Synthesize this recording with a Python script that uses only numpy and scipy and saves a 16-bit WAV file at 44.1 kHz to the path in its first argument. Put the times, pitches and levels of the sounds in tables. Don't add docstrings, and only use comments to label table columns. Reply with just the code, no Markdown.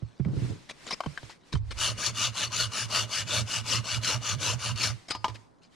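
import sys
import numpy as np
from scipy import signal
from scipy.fft import rfft, irfft, next_fast_len
from scipy.io import wavfile
from scipy.ndimage import uniform_filter1d, map_coordinates

SR = 44100
rng = np.random.default_rng(int(sys.argv[2]) if len(sys.argv) > 2 else 0)


def pcm_store(signal):
    levels = np.round(np.clip(np.atleast_2d(signal), -1, 1) * 32767)
    wavfile.write(sys.argv[1], SR, levels.astype(np.int16).T)


N = 253574
TIME = np.arange(N) / SR

# f/Hz, level/dB
AIR_SPECTRUM = [(25, -3.5), (60, -5.5), (130, 6.5), (250, 6), (600, -3), (1000, -3), (2000, -17),
                (4500, -51), (9000, -27.5), (12000, -50), (15500, -50)]
# f/Hz, t60/s
FOREST_DECAY = [(150, 1), (1000, 0.57), (4000, 0.29), (12000, 0.37)]
# fastest at t/s, half width/s, level/dB
ARM_SWINGS = [(.13, 0.27, -73), (.44, 0.1, -49.5), (.62, 0.17, -59.5), (.87, 0.082, -51),
              (1.1, 0.14, -52.5), (1.28, 0.075, -54.5), (1.49, 0.042, -59.5), (5.33, 0.12, -60),
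              (5.75, .04, -62)]
# f/Hz, level/dB
CLOTH_SPECTRUM = [(300, 4), (800, -4), (2100, 0.5), (3100, -2.5), (4500, -2.5), (9000, -10.5), (12300, -26),
                  (15000, -36)]
# f/Hz, level/dB
SNOW_SPECTRUM = [(35, -60), (60, -28), (138, -2.5), (199, -20), (290, -14), (518, -26), (660, -36),
                 (1500, -42), (1950, -75), (3300, -120)]
# t/s, level/dB
SNOW_BLOWS = [(0.021, -25), (0.197, -17.5), (0.256, -19.5), (0.284, -21), (0.366, -22), (0.416, -20),
              (0.44, -23.5), (0.497, -26), (1.061, -25.5), (1.229, -37.5), (1.536, -18.5), (1.555, -24.5)]
# t/s, level/dB, t60/s
SUPPORT_BOUNCES = [(1.575, -26, 0.44), (5.152, -41, 0.63), (5.291, -29, 0.23)]
# f/Hz, level/dB
CRUST_SPECTRUM = [(120, -22), (360, 8.5), (650, -16.5), (1500, -20), (8000, -48), (15000, -85)]
GROUND_SPECTRUM = [(20, -25), (70, 35), (150, -21.5), (400, -23), (900, -70)]
# t/s, duration/s, level/dB
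SCRAPE_EVENTS = [(0.688, 0.03, -39.5), (0.862, 0.047, -39.5), (0.905, 0.019, -31), (0.923, 0.021, -32.5),
                 (1.29, 0.04, -48.5), (1.521, 0.029, -35), (1.556, 0.034, -55.5), (1.705, 0.025, -37),
                 (5.082, 0.018, -36), (5.101, .026, -29), (5.128, .03, -46), (5.342, 0.026, -46.5),
                 (5.612, 0.059, -61)]
# f/Hz, level/dB
BARK_SPECTRUM = [(120, -13), (200, -6.5), (1130, -10), (2290, -5.5), (2650, -8.5), (3940, -6), (4470, -8.5),
                 (5070, -7.5), (6190, -13.5), (9550, -24), (15000, -54)]
# t/s, duration/s, initial f/Hz, final f/Hz, level/dB
SQUEAK_GLIDES = [(.93, .015, 5200, 5050, -28), (2.056, .02, 5300, 3500, -24), (3.706, .02, 6000, 5200, -27),
                 (3.722, .01, 3400, 2600, -21), (4.283, .025, 6900, 6700, -31)]
# t/s, level/dB, f/Hz, t60/s
BRANCH_KNOCKS = [(.248, -32, 2180, 0.017), (0.866, -29, 7070, 0.016), (.907, -24.5, 5350, 0.023),
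                 (.915, -24, 4000, .018), (1.004, -19.5, 990, .028), (1.034, -36, 850, 0.063),
                 (1.06, -29.5, 370, 0.036), (1.174, -28.5, 1600, .04), (1.229, -36, 300, .025),
                 (1.295, -43, 900, .05), (1.552, -30.5, 1090, 0.047)]
# f/Hz, bandwidth/Hz, level/dB
BRANCH_MODES = [(477, 56, -10), (685, 31, -1), (1074, 49, 0.5), (1550, 38, -6), (2130, 360, -20),
                (3110, 25, -3)]
# f/Hz, level/dB, t60/s
BLADE_MODES = [(870, -17, 0.35), (1220, -12.5, 0.28), (3030, -13, 0.16), (4470, -14, 0.29),
               (4990, -4.5, 0.22)]
# t/s, ring level/dB, crack level/dB
OFFCUT_IMPACTS = [(5.149, -34, -30), (5.2433, -20.5, -22.5), (5.281, -40, -33.5), (5.297, -48, -42)]
# f/Hz, level/dB, t60/s
OFFCUT_MODES = [(648, -7, 0.087), (873, -4, 0.11), (920, 4.5, 0.077), (1001, 9.5, 0.051),
                (1210, -3.5, 0.12), (2240, -2.5, 0.031), (2920, 9, 0.015), (3250, -12.5, 0.1),
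                (3900, -12, 0.054)]
# f/Hz, level/dB
CRACK_SPECTRUM = [(150, -4.5), (700, -5.5), (3000, -11.5), (5500, -11.5), (9000, -28.5), (15000, -45)]
# t/s, level/dB
HEAVE_ENVELOPE = [(1.5, -80), (1.546, -25), (1.578, -32), (1.616, -37), (1.86, -45), (1.916, -57),
                  (2.0, -49)]
# f/Hz, level/dB
HEAVE_SPECTRUM = [(20, -7), (55, 8), (85, 3.5), (160, -32), (400, -72)]
SHUDDER_SPECTRUM = [(20, -31), (60, -7), (100, 4.5), (150, -14.5), (220, -7), (320, -41), (700, -54.5)]
# start t/s, fraction elapsed at top speed, level/dB, shudder level/dB
SAW_STROKES = [(1.755, .48, -21.5, -37.5), (1.948, .66, -24, -38.5), (2.123, .56, -22, -40.5),
               (2.318, .59, -24.5, -41.5), (2.493, .52, -21.5, -39), (2.693, .59, -24, -39),
               (2.876, .54, -20.5, -40), (3.068, .59, -24.5, -40.5), (3.25, 0.56, -20.5, -33),
               (3.442, .61, -24.5, -38), (3.627, .59, -21, -34), (3.817, .64, -25.5, -33),
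               (4.001, 0.47, -22, -34), (4.193, 0.54, -25.5, -32.5), (4.371, .55, -22, -31.5),
               (4.566, 0.57, -27, -31), (4.748, .48, -23, -34)]
# t/s, level/dB
TOOTH_SNAGS = [(2.062, -13.5), (2.249, -21), (2.4294, -17), (3.754, -16), (4.045, -16), (4.0756, -18),
               (4.759, -24.5), (4.833, -14)]
# f/Hz, level/dB
KERF_SPECTRUM = [(100, -45), (170, -4), (221, -11), (437, -15), (626, -11), (714, -17.5), (1230, -8.5),
                 (1980, -13.5), (2940, -5.5), (3300, -11), (6500, -9.5), (8300, -19.5), (9670, -21),
                 (11300, -30.5), (14100, -39), (15500, -49)]
# f/Hz, bandwidth/Hz
SAW_MODES = [(630, 49), (870, 25), (1000, 36), (1220, 116), (1480, 38), (2300, 53), (2880, 117),
             (3500, 140), (4380, 210), (5660, 45), (6700, 34), (9400, 300)]
# f/Hz, left minus right level/dB
SAW_BALANCE = [(150, 0), (380, 3), (700, 4.5), (1200, -0.5), (3600, 0), (4400, 3), (5200, 12.5), (6800, 8),
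               (8100, 17), (9400, -10), (11000, -1)]
# f/Hz, coherence
SAW_COHERENCE = [(200, 1), (700, 0.84), (1400, 0.85), (3100, 1), (4500, 0.97), (6800, 0.27), (15000, 0.9)]

CUT_START_S, CUT_END_S = SAW_STROKES[0][0], 4.938


def amp(db):
    return 10 ** (np.asarray(db) / 20)


def unit(x):
    return x / np.sqrt(np.mean(x ** 2) + 1e-20)


def along(points, hz):
    f, v = np.transpose(points)
    return np.interp(np.log(hz + 1), np.log(f + 1), v)


def wobble(rate):
    return map_coordinates(rng.standard_normal(int(N * rate / SR) + 4), [TIME * rate])


def held(start, end, attack_s, release_s):
    return np.clip((TIME - start) / attack_s, 0, 1) * np.exp(-np.maximum(TIME - end, 0) / release_s)


def filtered(x, response):
    size = next_fast_len(N + SR // 2)
    return irfft(rfft(x, size) * response(np.fft.rfftfreq(size, 1 / SR)), size)[..., :N]


def coloured(x, spectrum):
    return unit(filtered(x, lambda hz: amp(along(spectrum, hz))))


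def patchy(x, depth_db, frames=3):
    spectra = signal.stft(x, nperseg=512)[2]
    field = uniform_filter1d(rng.standard_normal(spectra.shape[-2:]), size=4, axis=0)
    field = uniform_filter1d(field, size=frames, axis=1)
    return signal.istft(spectra * amp(depth_db * unit(field)), nperseg=512)[1][..., :N]


def resonance(f, centre, width):
    return 1j * f * width / (centre ** 2 - f ** 2 + 1j * f * width)


def ring(modes, t):
    return sum(amp(db + rng.normal(0, 1) - 60 * t / t60) * np.sin(2 * np.pi * hz * t)
               for hz, db, t60 in modes)


def grains(rate, spread_db):
    impulses = (rng.random(N) < rate / SR) * rng.choice([-1, 1], N)
    return unit(impulses * amp(spread_db * np.clip(rng.standard_normal(N), -2, 2)))


def spread(mid, side, side_db):
    return np.array([mid + amp(side_db) * side, mid - amp(side_db) * side])


def stereo_noise(side_db):
    return spread(*rng.standard_normal((2, N)), side_db)


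def pan(db):
    gains = amp(np.array([db, -db]).reshape(2, -1) / 2)
    return gains / gains.mean(axis=0)


def add(track, s, sound):
    part = track[round(s * SR):][:len(sound)]
    part += sound[:len(part)]


def winter_air():
    return amp(-61) * coloured(rng.standard_normal((2, N)), AIR_SPECTRUM)


def forest_reverberation(x):
    hz, t, spectra = signal.stft(rng.standard_normal((2, SR)), SR, nperseg=256)
    decay = amp(-60 * t / along(FOREST_DECAY, hz)[:, None])
    tail = signal.istft(spectra * decay, SR, nperseg=256)[1]
    return amp(-22.5) * signal.fftconvolve(x, tail / np.linalg.norm(tail[0]), axes=1)[:, :N]


def sleeves(sawing_db=-53, settle_s=0.13):
    cloth = coloured(patchy(stereo_noise(side_db=-3.5), depth_db=2), CLOTH_SPECTRUM)
    swings = sum(amp(db) * np.exp(-((TIME - s) / width) ** 2) for s, width, db in ARM_SWINGS)
    sawing = amp(sawing_db) * held(CUT_START_S - settle_s, CUT_END_S, settle_s, settle_s)
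    return (swings + sawing) * cloth


def snow_step():
    collapses = spread(grains(500, spread_db=1.5), grains(540, spread_db=-2), side_db=-2)
    load = held(0.243, 0.527, attack_s=0.026, release_s=0.028)
    return amp(-36) * load * coloured(collapses, SNOW_SPECTRUM) * pan(db=3)


def thuds(rest_hz=118, fall_hz=450, thud_t60=0.16, rise_s=0.0066, bounce_hz=108):
    blows, touch = np.zeros((2, N))
    t = TIME[:SR // 2]
    for s, db in SNOW_BLOWS:
        pitch = rest_hz * amp(rng.normal(0, .9)) + fall_hz * np.exp(-t / .003)
        phase = 2 * np.pi * np.cumsum(pitch) / SR + .4 * wobble(110)[:len(t)]
        envelope = amp(db + 1 - 60 * t / thud_t60) * (1 - np.exp(-(t / rise_s) ** 2))
        add(blows, s, envelope * np.sin(phase))
        add(touch, s, amp(db - 16 - 60 * t / 0.061) * (1 - np.exp(-(t / 0.00066) ** 2)))
    for s, db, t60 in SUPPORT_BOUNCES:
        envelope = amp(db - 60 * t / t60) * (1 - np.exp(-t / 0.017))
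        add(blows, s, envelope * np.sin(2 * np.pi * bounce_hz * t))
    crust = touch * coloured(rng.standard_normal(N), CRUST_SPECTRUM)
    ground = np.abs(signal.hilbert(blows)) * coloured(stereo_noise(side_db=-2), GROUND_SPECTRUM)
    return blows * pan(db=-18) + crust + amp(-12) * ground * pan(db=-1)


def scrapes():
    impacts = spread(grains(7000, spread_db=5.5), grains(7000, spread_db=2.5), side_db=-10.5)
    grit = coloured(patchy(impacts, depth_db=4), BARK_SPECTRUM)
    knots, shape = np.array([0, 0.32, 0.68, 1.31]), [0.0026, 0.98, 0.66, 0.00079]
    rub = sum(amp(db) * np.interp(TIME, s + length * knots, shape) for s, length, db in SCRAPE_EVENTS)
    return rub * amp(2 * wobble(300)) * grit * pan(db=2.5)


def squeaks():
    tones, waver = np.zeros(N), amp(.22 * wobble(1500))
    for s, length, from_hz, to_hz, db in SQUEAK_GLIDES:
        progress = np.linspace(0, 1, round(length * SR))
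        pitch = (from_hz + (to_hz - from_hz) * progress) * waver[round(s * SR):][:len(progress)]
        add(tones, s, amp(db) * np.sin(np.pi * progress) * np.sin(2 * np.pi * np.cumsum(pitch) / SR))
    return tones * pan(db=6)


def knocks(spot_width_hz=350):
    spots, contacts = np.zeros((2, N))
    t = TIME[:SR // 8]
    for s, db, hz, t60 in BRANCH_KNOCKS:
        contact = amp(db - 60 * t / t60) * (1 - np.exp(-(t / .0016) ** 2))
        spot = unit(filtered(rng.standard_normal(N), lambda f: resonance(f, hz, spot_width_hz) ** 2))
        add(spots, s, contact * spot[:len(t)])
        add(contacts, s, contact)
    modes = lambda f: sum((-1) ** k * amp(db) * resonance(f, hz, width)
                          for k, (hz, width, db) in enumerate(BRANCH_MODES))
    wood = amp(-4) * unit(filtered(rng.standard_normal(N), modes))
    bark = amp(-11) * coloured(rng.standard_normal(N), BARK_SPECTRUM)
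    return (spots + contacts * (wood + bark)) * pan(db=5)


def freed_blade(release_s=5.108):
    blade = np.zeros(N)
    add(blade, release_s, amp(-29) * ring(BLADE_MODES, TIME[:SR // 2]))
    return blade * pan(db=8)


def offcut(crack_t60=0.074):
    wood, cracks = np.zeros((2, N))
    t = TIME[:SR // 2]
    for s, ring_db, crack_db in OFFCUT_IMPACTS:
        add(wood, s, amp(ring_db - 3) * ring(OFFCUT_MODES, t) * (1 - np.exp(-t / 0.0014)))
        add(cracks, s, amp(crack_db - 60 * t / crack_t60) * (1 - np.exp(-(t / .0006) ** 2)))
    splinter = coloured(stereo_noise(side_db=-8), CRACK_SPECTRUM)
    return (wood + amp(-4.5) * cracks * splinter) * pan(db=1)


def stump_heave():
    s, db = np.transpose(HEAVE_ENVELOPE)
    load = amp(np.interp(TIME, s, db, left=-120, right=-120))
    return load * coloured(stereo_noise(side_db=-3), HEAVE_SPECTRUM)


def strokes(overlap_s=.008):
    ends = [row[0] for row in SAW_STROKES[1:]] + [CUT_END_S]
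    for k, ((start, fraction, db, shudder_db), end) in enumerate(zip(SAW_STROKES, ends)):
        fastest = start + (end - start) * fraction
        progress = np.interp(TIME, [start - overlap_s, fastest, end + overlap_s], [0, .5, 1])
        swing = np.sin(np.pi * progress).clip(0)
        is_pull = k % 2 == 0
        yield start, end, db, shudder_db, is_pull, swing


def shudder(bend_hz=113, lead_s=0.016, rise_s=0.053, fall_s=0.036, pull_db=-48):
    shake = np.zeros(N)
    for _, end, _, shudder_db, is_pull, swing in strokes():
        lag = TIME - (end - lead_s)
        shake += amp(shudder_db) * np.exp(-np.abs(lag / np.where(lag < 0, rise_s, fall_s)) ** 1.47)
        shake += amp(pull_db) * is_pull * swing
    phase = 2 * np.pi * bend_hz * TIME + 0.96 * wobble(28)
    bending = unit(np.sin(phase) * amp(wobble(30)))
    rumble = coloured(rng.standard_normal((2, N)), SHUDDER_SPECTRUM)
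    return shake * (bending * pan(db=-18.5) + amp(-5) * rumble * pan(db=0.5))


def tooth_zip(tooth_phase):
    tone = np.sin(tooth_phase) * amp(4 * wobble(90))
    subharmonic = .3 * np.sin(tooth_phase / 2) * amp(4 * wobble(90))
    return unit(tone + subharmonic)


def snag_force(t60=0.053, rise_s=0.00052):
    force, t = np.zeros(N), TIME[:SR // 10]
    for s, db in TOOTH_SNAGS:
        add(force, s, amp(db - 13 - 60 * t / t60) * (1 - np.exp(-t / rise_s)))
    return force


def fibre_rasp(tooth_phase):
    tearing = rng.standard_normal((2, N)) * (1 + .5 * np.sin(tooth_phase / 2))
    splinters = np.array([grains(450, spread_db=4), grains(450, spread_db=4)])
    flickering = patchy(tearing, depth_db=2.3) + .65 * splinters
    drifting = patchy(flickering, depth_db=2.6, frames=16)
    body = lambda f: 1 + amp(-1) * sum(resonance(f, hz, width) for hz, width in SAW_MODES)
    return coloured(filtered(drifting, body), KERF_SPECTRUM)


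def saw_image(mid_side):
    angle = lambda f: np.arccos(np.clip(along(SAW_COHERENCE, f), 0, 1)) / 2
    mid, side = filtered(mid_side, lambda f: np.array([np.cos(angle(f)), np.sin(angle(f))]))
    return filtered(spread(mid, side, side_db=0), lambda f: pan(along(SAW_BALANCE, f)))


def saw(tooth_hz=1800, rub_hz=1900, skate_s=.025, skate_db=-3.5, deepen_db_per_s=1, pull_zip_db=-7):
    speed, force, drag, ride = np.zeros((4, N))
    mid_cut_s = SAW_STROKES[8][0]
    for start, _, db, _, is_pull, swing in strokes():
        speed += swing
        force += amp(db + skate_db * (TIME < start + skate_s)) * swing ** 2.09
        drag += amp(db + deepen_db_per_s * (start - mid_cut_s)) * swing ** 1.32
        ride += amp(db + is_pull * pull_zip_db) * swing ** 2
    jitter = amp(.5 * wobble(500) + .25 * wobble(50))
    tooth_phase = 2 * np.pi * np.cumsum(tooth_hz * speed ** 1.3 * jitter) / SR
    zipping = amp(-20.5) * ride * tooth_zip(tooth_phase)
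    pressure = amp(0.52 * wobble(170) + 0.88 * wobble(29))
    rasp = fibre_rasp(tooth_phase)
    rubbing = filtered(rasp, lambda f: 1 / (1 + (f / rub_hz) ** 4))
    cut = (rasp - rubbing) * (amp(-4.6) * force * pressure + snag_force())
    cut += amp(-8.5) * rubbing * drag * pressure
    cut[0] += zipping
    steel = lambda f: (resonance(f, 2878, 5.8) + .32 * resonance(f, 4356, 8.5)
                       + .25 * resonance(f, 4970, 7))
    return saw_image(cut + amp(-5) * filtered(cut, steel))


def scene():
    near = saw() + snow_step() + sleeves() + scrapes() + knocks() + freed_blade() + offcut() + squeaks()
    return winter_air() + near + shudder() + stump_heave() + thuds() + forest_reverberation(near)


def record(dry, top_hz=15500):
    return filtered(dry, lambda hz: hz < top_hz)


dry = scene()
out = record(dry)
pcm_store(out)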